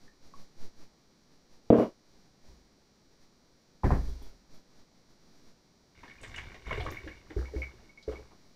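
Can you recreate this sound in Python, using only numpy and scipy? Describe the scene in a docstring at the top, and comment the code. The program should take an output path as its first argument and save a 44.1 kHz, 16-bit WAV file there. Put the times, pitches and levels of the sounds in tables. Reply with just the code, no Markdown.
"""Pouring glaze in a pottery studio

A steel jug, then a full plastic bottle, are set down on a wooden table; the impacts excite damped modes.
Thick glaze is tipped from a basin into a metal funnel on the bottle: it spatters on the resonant cone,
and trapped bubbles oscillate as gurgles, plinks and, where air escapes through the spout, glugs.
Behind lie room air and a thin mains buzz, which a noise suppressor lets up as the sound grows."""
import sys
import numpy as np
from scipy import signal
from scipy.fft import rfft, irfft, next_fast_len
from scipy.io import wavfile
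from scipy.ndimage import uniform_filter1d, minimum_filter1d

SR = 44100
rng = np.random.default_rng(int(sys.argv[2]) if len(sys.argv) > 2 else 0)


def wrap_up_sound(samples):
    """Save the sound to the file named by the first command line argument, as 16-bit audio."""
    columns = np.atleast_2d(samples).T
    # keep every value between -1 and 1, then stretch to whole-number steps
    tamed = np.clip(columns, -1, 1)
    steps = np.round(tamed * 32767).astype(np.int16)
    wavfile.write(sys.argv[1], SR, steps)


N = 377055
TIME = np.arange(N) / SR

# air breaking up through the spout: (time [s], gulp level [dB], frequency [Hz], thump level [dB])
GLUGS = [(6.775, -34, 426, -31.5), (7.038, -46, 383, -41.5), (7.064, -38.5, 315, -43),
         (7.303, -41.5, 308, -64), (7.3636, -28, 402, -23), (7.385, -33, 338, -22),
         (7.536, -33.5, 424, -52), (7.559, -34, 333, -25), (8.0776, -25.5, 432, -32.5),
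         (8.186, -43.5, 422, -57)]
# bubbles folded into the glaze: (frequency [Hz], relative level of one bubble [dB])
GURGLE = [(170, -11.5), (390, 5), (520, -2), (1020, -1.5), (1700, -5)]
# bubbles in the spatter: (frequency [Hz], relative level of one bubble [dB])
FROTH = [(1450, -10), (1800, 5.5), (2800, -6), (3900, -13)]
# tiny bursting bubbles: (frequency [Hz], relative level of one bubble [dB])
CRACKLE = [(3200, 1), (9000, -6)]
GURGLE_CYCLES, FROTH_CYCLES, CRACKLE_CYCLES = 9, 16, 16   # thick glaze damps bubbles quickly


def stream():
    """Flow noise: running glaze drums on the bottle, entrains bubbles and spatters on the cone."""
    # drumming of the bottle: (frequency [Hz], spectral level [dB])
    drum_spectrum = [(64, 3.0), (82, -1.5), (115, 2.0), (170, -18.5), (900, -76)]
    covered_at_s, covering_s = 7.2, 0.056
    moving = flow()
    # until a pool covers the bare metal, spatter is louder and gurgling weaker
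    bare = .5 - .5 * np.tanh((TIME - covered_at_s) / covering_s)
    spatter = from_db(-57 + 7 * bare) * moving ** 0.57   # grows more slowly than the flow
    drumming = noise(drum_spectrum, moving * from_db(-38))
    gurgle = bubble_cloud(moving * from_db(-44 - 6 * bare), 220, GURGLE, GURGLE_CYCLES)
    froth = bubble_cloud(spatter * from_db(-5.5), 210, FROTH, FROTH_CYCLES)
    patter = in_funnel(spatter * from_db(-1) * rms_one(grains(per_s=260, spread_db=5.3)))
    spray = bubble_cloud(spatter * bare * from_db(-18), 210, CRACKLE, CRACKLE_CYCLES)
    return drumming + studio(gurgle + froth + patter + spray, wet_db=-7)


def flow():
    """Incoherent addition: the trickle, the gushes and the churning after each glug sum in power."""
    # glaze leaving the basin: (time [s], duration [s], flow level [dB])
    gushes = [(6.193, 0.28, -11.5), (6.646, 0.25, -0.5)]
    s, gulp_db, _, _ = np.transpose(GLUGS)
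    churn = soften(dying(clicks(s, gulp_db + 18.5), t60=0.47), hz=25, order=1)
    trickle = from_db(-23) * gush(s=5.94, length_s=1.883)
    gushing = sum(from_db(db) * gush(start, length_s) for start, length_s, db in gushes)
    return np.sqrt(trickle ** 2 + gushing ** 2 + churn ** 2)


def gush(s, length_s, attack_s=0.0257, release_db_per_s=118):
    """Envelope of one run of glaze: linear rise, hold and exponential decay."""
    rise = np.clip((TIME - s) / attack_s, 0, 1)
    return rise * from_db(-release_db_per_s * np.maximum(TIME - s - length_s, 0))


def glugs():
    """Volume oscillation: big bubbles gulp in the spout, break up and jolt the air in the bottle."""
    gulps, thumps = np.zeros(N), np.zeros(N)
    for s, db, hz, thump_db in GLUGS:
        add(gulps, s, from_db(db + 5.5) * bubble(hz, t60=0.064, rise=0.098, attack_s=0.0034))
        add(thumps, s, from_db(thump_db) * bubble(64.4, t60=0.37, rise=0.03, attack_s=0.0026))
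    times, gulp_db, _, _ = np.transpose(GLUGS)
    breakup = soften(dying(clicks(times, gulp_db), t60=0.11), hz=45.3, order=1)
    fragments = bubble_cloud(from_db(-9) * breakup, 400, [(290, 0), (560, 0)], cycles=13)
    return studio(gulps + fragments, wet_db=-6.5) + thumps


def slaps():
    """Liquid impact: a gob of glaze rings the cone and traps a cluster of bubbles."""
    # gobs hitting the funnel: (time [s], smack level [dB], body level [dB])
    gobs = [(6.0313, -43.5, -45.5), (6.2327, -35, -49), (6.34, -35, -70), (6.379, -32.5, -62),
            (6.542, -40, -45.5), (6.707, -38, -30.5), (6.7244, -36.5, -47), (6.859, -41, -31.5),
            (7.074, -38, -56), (7.3017, -44.5, -45), (8.119, -46, -41), (8.3084, -72, -51.5)]
    s, smack_db, body_db = np.transpose(gobs)
    burst = soften(dying(clicks(s, smack_db), t60=0.065), hz=110, order=1)   # a soft gob spreads briefly
    body = soften(dying(clicks(s, body_db), t60=0.12), hz=70, order=1)
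    smack = in_funnel(from_db(-10) * burst * rng.standard_normal(N))
    froth = bubble_cloud(from_db(-5) * burst, 900, FROTH, FROTH_CYCLES)
    splat = bubble_cloud(from_db(-4) * body, 700, GURGLE, GURGLE_CYCLES)
    mist = bubble_cloud(from_db(-23) * burst, 600, CRACKLE, CRACKLE_CYCLES)
    return studio(smack + froth + splat + mist, wet_db=-5)


def drips():
    """Random excitation: a drop plinks and breaks into droplets, which ring the cone unevenly."""
    # drops hitting the wall of the cone: (time [s], level [dB])
    drops = [(6.1078, -44.5), (6.661, -47), (6.709, -31.5), (6.9691, -37), (7.112, -45), (7.455, -43),
             (7.561, -49), (7.6187, -28.5), (7.892, -51.5), (7.9748, -45.5), (8.1559, -44)]
    out = np.zeros(N)
    for s, db in drops:
        add(out, s, from_db(db + 2) * bubble(hz=2214, t60=0.067, rise=0.03, attack_s=0.0012))
    splash = soften(dying(clicks(*np.transpose(drops)), t60=0.086), hz=40, order=1)
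    droplets = splash * grains(per_s=700, spread_db=4.2)
    cone = soften(ring(droplets, hz=2275, t60=0.049), hz=3020)
    return studio(out + from_db(-14.5) * cone, wet_db=-8)


def plinks():
    """Bubble resonance: single bubbles chirp upward, and the higher ones die sooner."""
    # bursting bubbles and falling drops: (time [s], level [dB], frequency [Hz])
    bubbles = [(0.079, -54, 1790), (0.3375, -45, 1095), (6.033, -47, 990), (6.079, -47, 1780),
               (6.184, -51, 2400), (6.362, -36, 2875), (6.377, -40, 1630), (6.7083, -32.5, 1042),
               (6.716, -34, 630), (6.727, -35.5, 1610), (6.728, -35.5, 2810), (6.808, -38.5, 716),
               (6.864, -32.5, 1166), (6.8827, -36.5, 1100)]
    base_t60_s, cycles = 0.016, 24.5
    out = np.zeros(N)
    for s, db, hz in bubbles:
        add(out, s, from_db(db + 4) * bubble(hz, base_t60_s + cycles / hz, rise=0.088, attack_s=0.00075))
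    return studio(out, wet_db=-4)


def spits():
    """Film rupture: tearing glaze throws off a short, bright burst of droplets."""
    # tearing films: (time [s], level [dB], centre frequency [Hz])
    tears = [(6.079, -58.5, 3930), (6.214, -59, 7560), (6.232, -53, 7000), (6.279, -57, 6000),
             (6.361, -52, 6350), (6.805, -42.5, 3340), (6.904, -50.5, 5770), (6.912, -56, 13200),
             (8.026, -52, 4300)]
    t, t60 = TIME[:SR // 5], 0.055
    out = np.zeros(N)
    for s, db, hz in tears:
        band = signal.butter(2, [hz / 1.2, hz * 1.2], "band", fs=SR, output="sos")
        droplets = grains(per_s=4000, spread_db=1.9)[:len(t)]
        add(out, s, from_db(db - 60 * t / t60) * rms_one(signal.sosfilt(band, droplets)))
    return studio(out, wet_db=-2)


def bubble(hz, t60, rise, attack_s):
    """A bubble is a damped oscillator whose pitch climbs as it nears the surface."""
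    t = TIME[:int(t60 * SR)]
    pitch = hz * (1 + rise * (t / t60 - .15))
    envelope = from_db(-60 * t / t60) * (1 - np.exp(-t / attack_s))
    return envelope * np.sin(2 * np.pi * np.cumsum(pitch) / SR)


def bubble_cloud(gain, per_s, spectrum, cycles):
    """Superposition of bubbles of random onset, pitch and strength, following the envelope `gain`."""
    out = np.zeros(N)
    low_hz, high_hz = spectrum[0][0], spectrum[-1][0]
    draws = np.random.default_rng(rng.integers(1 << 30)).random((int(per_s * N / SR) - 1, 3))
    for k, (when, pitch, loudness) in enumerate(draws):
        s = (k + when) / per_s
        strength = gain[int(s * SR)] * np.sqrt(SR / per_s)
        if strength > 1e-4:
            hz = low_hz * (high_hz / low_hz) ** pitch
            db = at_hz(spectrum, hz) + 15.3 * (loudness - .5)
            sound = bubble(hz, cycles / hz, rise=0.031, attack_s=1 / hz)
            add(out, s, strength * from_db(db) * sound / np.linalg.norm(sound))
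    return out


def in_funnel(x):
    """Convolution with the parallel resonances of the metal cone; a click keeps unit energy."""
    # modes of the cone: (frequency [Hz], bandwidth [Hz], relative level [dB])
    modes = [(1107, 110, -12), (1552, 81, -10), (2213, 80, -2), (2845, 125, -12.5), (3610, 98, -11)]
    t = TIME[:SR // 10]
    response = sum(from_db(db) * width * np.exp(-np.pi * width * t) * np.sin(2 * np.pi * hz * t)
                   for hz, width, db in modes)
    response = soften(response, hz=3620, order=4)
    return signal.fftconvolve(x, response / np.linalg.norm(response))[:N]


def bottle():
    """Two-stage impact: hard plastic feet clack hollowly, then the mass of the glaze thuds."""
    # feet meeting the table: (time [s], clack level [dB], thud level [dB])
    hits = [(2.483, -32, -32), (3.834, 2.5, -16), (3.8416, 5, -3.5), (3.9057, 4.5, -29), (3.913, -4.5, -2),
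            (3.942, -36, -20), (4.078, -32, -18), (4.217, -24, -26.5)]
    # modes of the full bottle: (frequency [Hz], level [dB], decay time T60 [s])
    thud_modes = [(37.4, -21.5, 0.6), (61, -17.5, 0.52), (125.4, -25.5, 0.18), (265.6, -40, 0.47),
                  (398, -27, 0.15)]
    # modes rung by its feet: (frequency [Hz], level [dB])
    clack_modes = [(745, -37.5), (800, -29), (950, -33), (1030, -33.5)]
    # clatter of the bottle: (frequency [Hz], spectral level [dB])
    clatter_spectrum = [(150, 6.5), (550, -8.5), (900, -13.5), (1400, -20.5), (1800, -18), (3000, -40.5),
                        (15000, -57)]
    glaze_lag_s = 0.00436
    s, clack_db, thud_db = np.transpose(hits)
    feet, weight = clicks(s, clack_db), clicks(s + glaze_lag_s, thud_db)
    clatter = noise(clatter_spectrum, from_db(-30.5) * soften(dying(feet, t60=0.29), hz=90, order=1))
    clack = sum(from_db(db) * ring(feet * rng.choice([-1, 1], N), hz, t60=0.034)
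                for hz, db in clack_modes)
    thud = sum(from_db(db) * ring(weight, hz, t60) for hz, db, t60 in thud_modes)
    return studio(soften(clack, hz=1600, order=4), wet_db=-4.5) + clatter - soften(thud, hz=510)


def jug():
    """Impact: the jug lands and rocks; the knock rings briefly, then fades ever faster, as if gated."""
    # jug meeting the table: (time [s], clatter level [dB], ring level [dB])
    hits = [(1.7024, -28.5, 4.5), (1.728, -28, -13.5), (1.7844, -28.5, -7)]
    # modes of the table top: (frequency [Hz], level [dB])
    table_modes = [(124, -30), (196, -29), (232, -22), (276, -23), (307, -22), (392, -28), (432, -24.5),
                   (471, -23.5), (517, -29.5), (592, -29), (630, -28), (663, -29.5)]
    # mode of the steel wall: (frequency [Hz], level [dB])
    wall_modes = [(2890, -54)]
    # clatter of the jug: (frequency [Hz], spectral level [dB])
    clatter_spectrum = [(80, -37.5), (220, 1), (600, -1), (800, -11.5), (1100, -13), (1500, -23.5),
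                        (3500, -37.5), (4500, -59.5)]
    # hard tick of the steel rim: (frequency [Hz], spectral level [dB])
    tick_spectrum = [(70, -32), (270, 1), (1100, -6.5), (1600, -33.5), (3700, -34.5), (4300, -65.5)]
    rim_touch_s, fade_from_s, fade_s = 1.808, 1.81, 0.17
    s, clatter_db, ring_db = np.transpose(hits)
    clatter = noise(clatter_spectrum, dying(clicks(s, clatter_db), t60=0.52))
    tick = noise(tick_spectrum, dying(clicks(s[:1], -16), t60=0.018))
    board = soften(struck(clicks(s, ring_db), table_modes, t60=0.31), hz=869, order=3)
    board = disperse(board, hz=290, width_hz=210)
    board = board - soften(board, hz=114, order=1)   # a small board radiates little bass
    wall = struck(clicks(np.array([rim_touch_s]), 0), wall_modes, t60=0.53)
    fade_db = np.minimum(60 * (np.maximum(TIME - fade_from_s, 0) / fade_s) ** 2, 200)
    return (from_db(2) * board + tick + clatter + wall) * from_db(-fade_db)


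def rattles():
    """Loose contact: the funnel ticks against the neck of the bottle and rings faintly."""
    # ticks as the bottle settles and the fingers let go: (time [s], level [dB])
    ticks = [(3.9456, -65), (4.084, -67), (4.221, -63.5), (4.539, -73)]
    # modes of the spout: (frequency [Hz], level [dB])
    spout_modes = [(3390, 0.5), (9500, -7), (12100, -4.5)]
    return studio(struck(clicks(*np.transpose(ticks)), spout_modes, t60=0.034), wet_db=10)


def air_movement():
    """Infrasound: moving arms push slow pressure pulses at the microphone, over a faint draught."""
    # puffs of air: (time [s], peak level [dB])
    puffs = [(0.055, -48.5), (0.26, -46), (0.401, -38), (0.638, -28.5), (0.816, -40.5), (1.54, -52),
             (2.47, -50.5), (3.23, -54), (4.08, -31.5), (4.262, -38.5), (4.553, -44), (4.8, -52.5),
             (5.11, -56), (5.49, -51.5)]
    width_s = 0.0403
    pulses = sum(from_db(db) * np.exp(-np.minimum(((TIME - s) / width_s) ** 2, 20)) for s, db in puffs)
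    draught = from_db(-67) * rms_one(soften(rng.standard_normal(N), hz=2.6))
    return pulses + draught


def mains_buzz(mains_hz=50):
    """Harmonic series of the mains: even orders dominate, odd ones emerge near one resonance."""
    # envelope of the harmonics: (frequency [Hz], relative level [dB])
    envelope = [(1200, -15), (2300, -5.5), (2700, -15), (3500, -9), (4100, -0.5), (5800, -5.5),
                (7000, -12.5), (10000, -30.5)]
    # harmonics that stand out as a thin whine: (frequency [Hz], boost [dB])
    whine = [(4800, 6.5), (5750, 7.5)]
    order = np.arange(SR // (2 * mains_hz) + 1)
    hz = mains_hz * order
    odd_db = -15 + 17 * np.exp(-((hz - 5650) / 330) ** 2)
    whine_db = sum(db * (np.abs(hz - line_hz) < mains_hz / 2) for line_hz, db in whine)
    level = from_db(at_hz(envelope, hz) + order % 2 * odd_db + whine_db + rng.standard_normal(len(hz)))
    period = irfft(level * np.exp(2j * np.pi * rng.random(len(hz))))
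    return rms_one(np.resize(period, N))


def background(swell_db):
    """Noise floor: buzz, room air and hiss rise with `swell_db`, the hiss most steeply."""
    # room air: (frequency [Hz], spectral level [dB])
    air_spectrum = [(30, -1), (90, -7), (200, -1.5), (800, -14), (2200, -23), (2700, -27), (5700, -27),
                    (9000, -37), (15500, -45)]
    buzz = from_db(-73.5 + swell_db) * mains_buzz()
    air = noise(air_spectrum, from_db(-67 + 0.99 * swell_db))
    hiss = noise([(3000, -15.0), (7000, 5.5)], from_db(-90.5 + 1.6 * swell_db))
    return buzz + air + hiss


def suppressor_db(sound, window_s=0.035):
    """Expansion and limiting: the background's gain rises with the sound but ducks at hard blows."""
    # suppressor and limiter curve: (sound level [dB], background gain [dB])
    curve = [(-70, 1), (-21.5, 15.5), (-14.5, 3.5)]
    size = int(window_s * SR)
    level_db = 10 * np.log10(np.maximum(uniform_filter1d(sound ** 2, size), 1e-12))
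    gain_db = np.interp(level_db, *np.transpose(curve))
    return uniform_filter1d(minimum_filter1d(gain_db, size), size)


def studio(x, wet_db, t60=0.22):
    """Reverberation: direct sound plus the diffuse tail of a cluttered room."""
    t = TIME[:SR // 2]
    tail = rng.standard_normal(len(t)) * from_db(-60 * t / t60) * (t > .004)
    return x + from_db(wet_db) * signal.fftconvolve(x, tail / np.linalg.norm(tail))[:N]


def ring(x, hz, t60):
    """Damped resonator: a unit click starts a decaying sine of height 1."""
    r, w = from_db(-60 / (t60 * SR)), 2 * np.pi * hz / SR
    return signal.lfilter([0, np.sin(w)], [1, -2 * r * np.cos(w), r * r], x + 1e-18)


def struck(x, modes, t60):
    """Modal superposition: all modes of a body ring from the same blows."""
    return sum(from_db(db) * ring(x, hz, t60) for hz, db in modes)


def disperse(x, hz, width_hz):
    """Dispersion: bending waves near one frequency arrive late, which smears a blow."""
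    r = np.exp(-np.pi * width_hz / SR)
    poles = [1, -2 * r * np.cos(2 * np.pi * hz / SR), r * r]
    return signal.lfilter(poles[::-1], poles, x + 1e-18)


def soften(x, hz, order=2):
    """Low-pass filter, as when a soft contact takes the top off a blow."""
    return signal.sosfilt(signal.butter(order, hz, fs=SR, output="sos"), x)


def dying(x, t60):
    """Exponential decay: an envelope that jumps at each click."""
    return signal.lfilter([1], [1, -from_db(-60 / (t60 * SR))], x + 1e-18)


def clicks(times, db):
    """One impulse at each time."""
    out = np.zeros(N)
    out[np.round(times * SR).astype(int)] = from_db(db)
    return out


def grains(per_s, spread_db):
    """Poisson process: random clicks of uneven size and sign."""
    sizes = from_db(spread_db * np.minimum(rng.exponential(1, N), 3)) * rng.choice([-1, 1], N)
    return sizes * (rng.random(N) < per_s / SR)


def noise(spectrum, gain):
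    """Gaussian noise of rms `gain`, coloured after the envelope so that attacks keep the colour."""
    power = np.mean(from_db(at_hz(spectrum, np.fft.rfftfreq(SR, 1 / SR))) ** 2)
    return colour(gain * rng.standard_normal(N), spectrum) / np.sqrt(power)


def colour(x, spectrum):
    """Minimum-phase filter with the given spectrum: nothing sounds early."""
    size = next_fast_len(len(x) + 8192, True) // 2 * 2
    magnitude = from_db(at_hz(spectrum, np.fft.rfftfreq(size, 1 / SR)))
    cepstrum = irfft(np.log(magnitude))
    cepstrum[1:size // 2] *= 2
    cepstrum[size // 2 + 1:] = 0
    return irfft(rfft(x, size) * np.exp(rfft(cepstrum)))[:len(x)]


def at_hz(points, hz):
    """Interpolate a spectrum on a log-frequency axis."""
    f, db = np.transpose(points)
    return np.interp(np.log(np.maximum(hz, 1)), np.log(f), db)


def add(out, s, sound):
    """Superpose a sound at time s."""
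    at = int(round(s * SR))
    out[at:at + len(sound)] += sound[:N - at]


def from_db(db):
    """Decibels to amplitude ratio."""
    return 10 ** (np.asarray(db) / 20)


def rms_one(x):
    """Normalise to unit rms."""
    return x / np.sqrt(np.mean(x ** 2) + 1e-20)


def scene():
    """Superposition at one close point; the level of the sum steers the background."""
    sound = jug() + bottle() + rattles()
    sound = sound + stream() + slaps() + drips() + spits() + plinks() + glugs() + air_movement()
    return (sound + background(suppressor_db(sound)))[None]


def record(dry):
    """Band limiting: a steep elliptic low-pass cuts the top."""
    cutoff_hz = 15500
    return signal.sosfilt(signal.ellip(10, .1, 80, cutoff_hz, fs=SR, output="sos"), dry)


dry = scene()
out = record(dry)
wrap_up_sound(out)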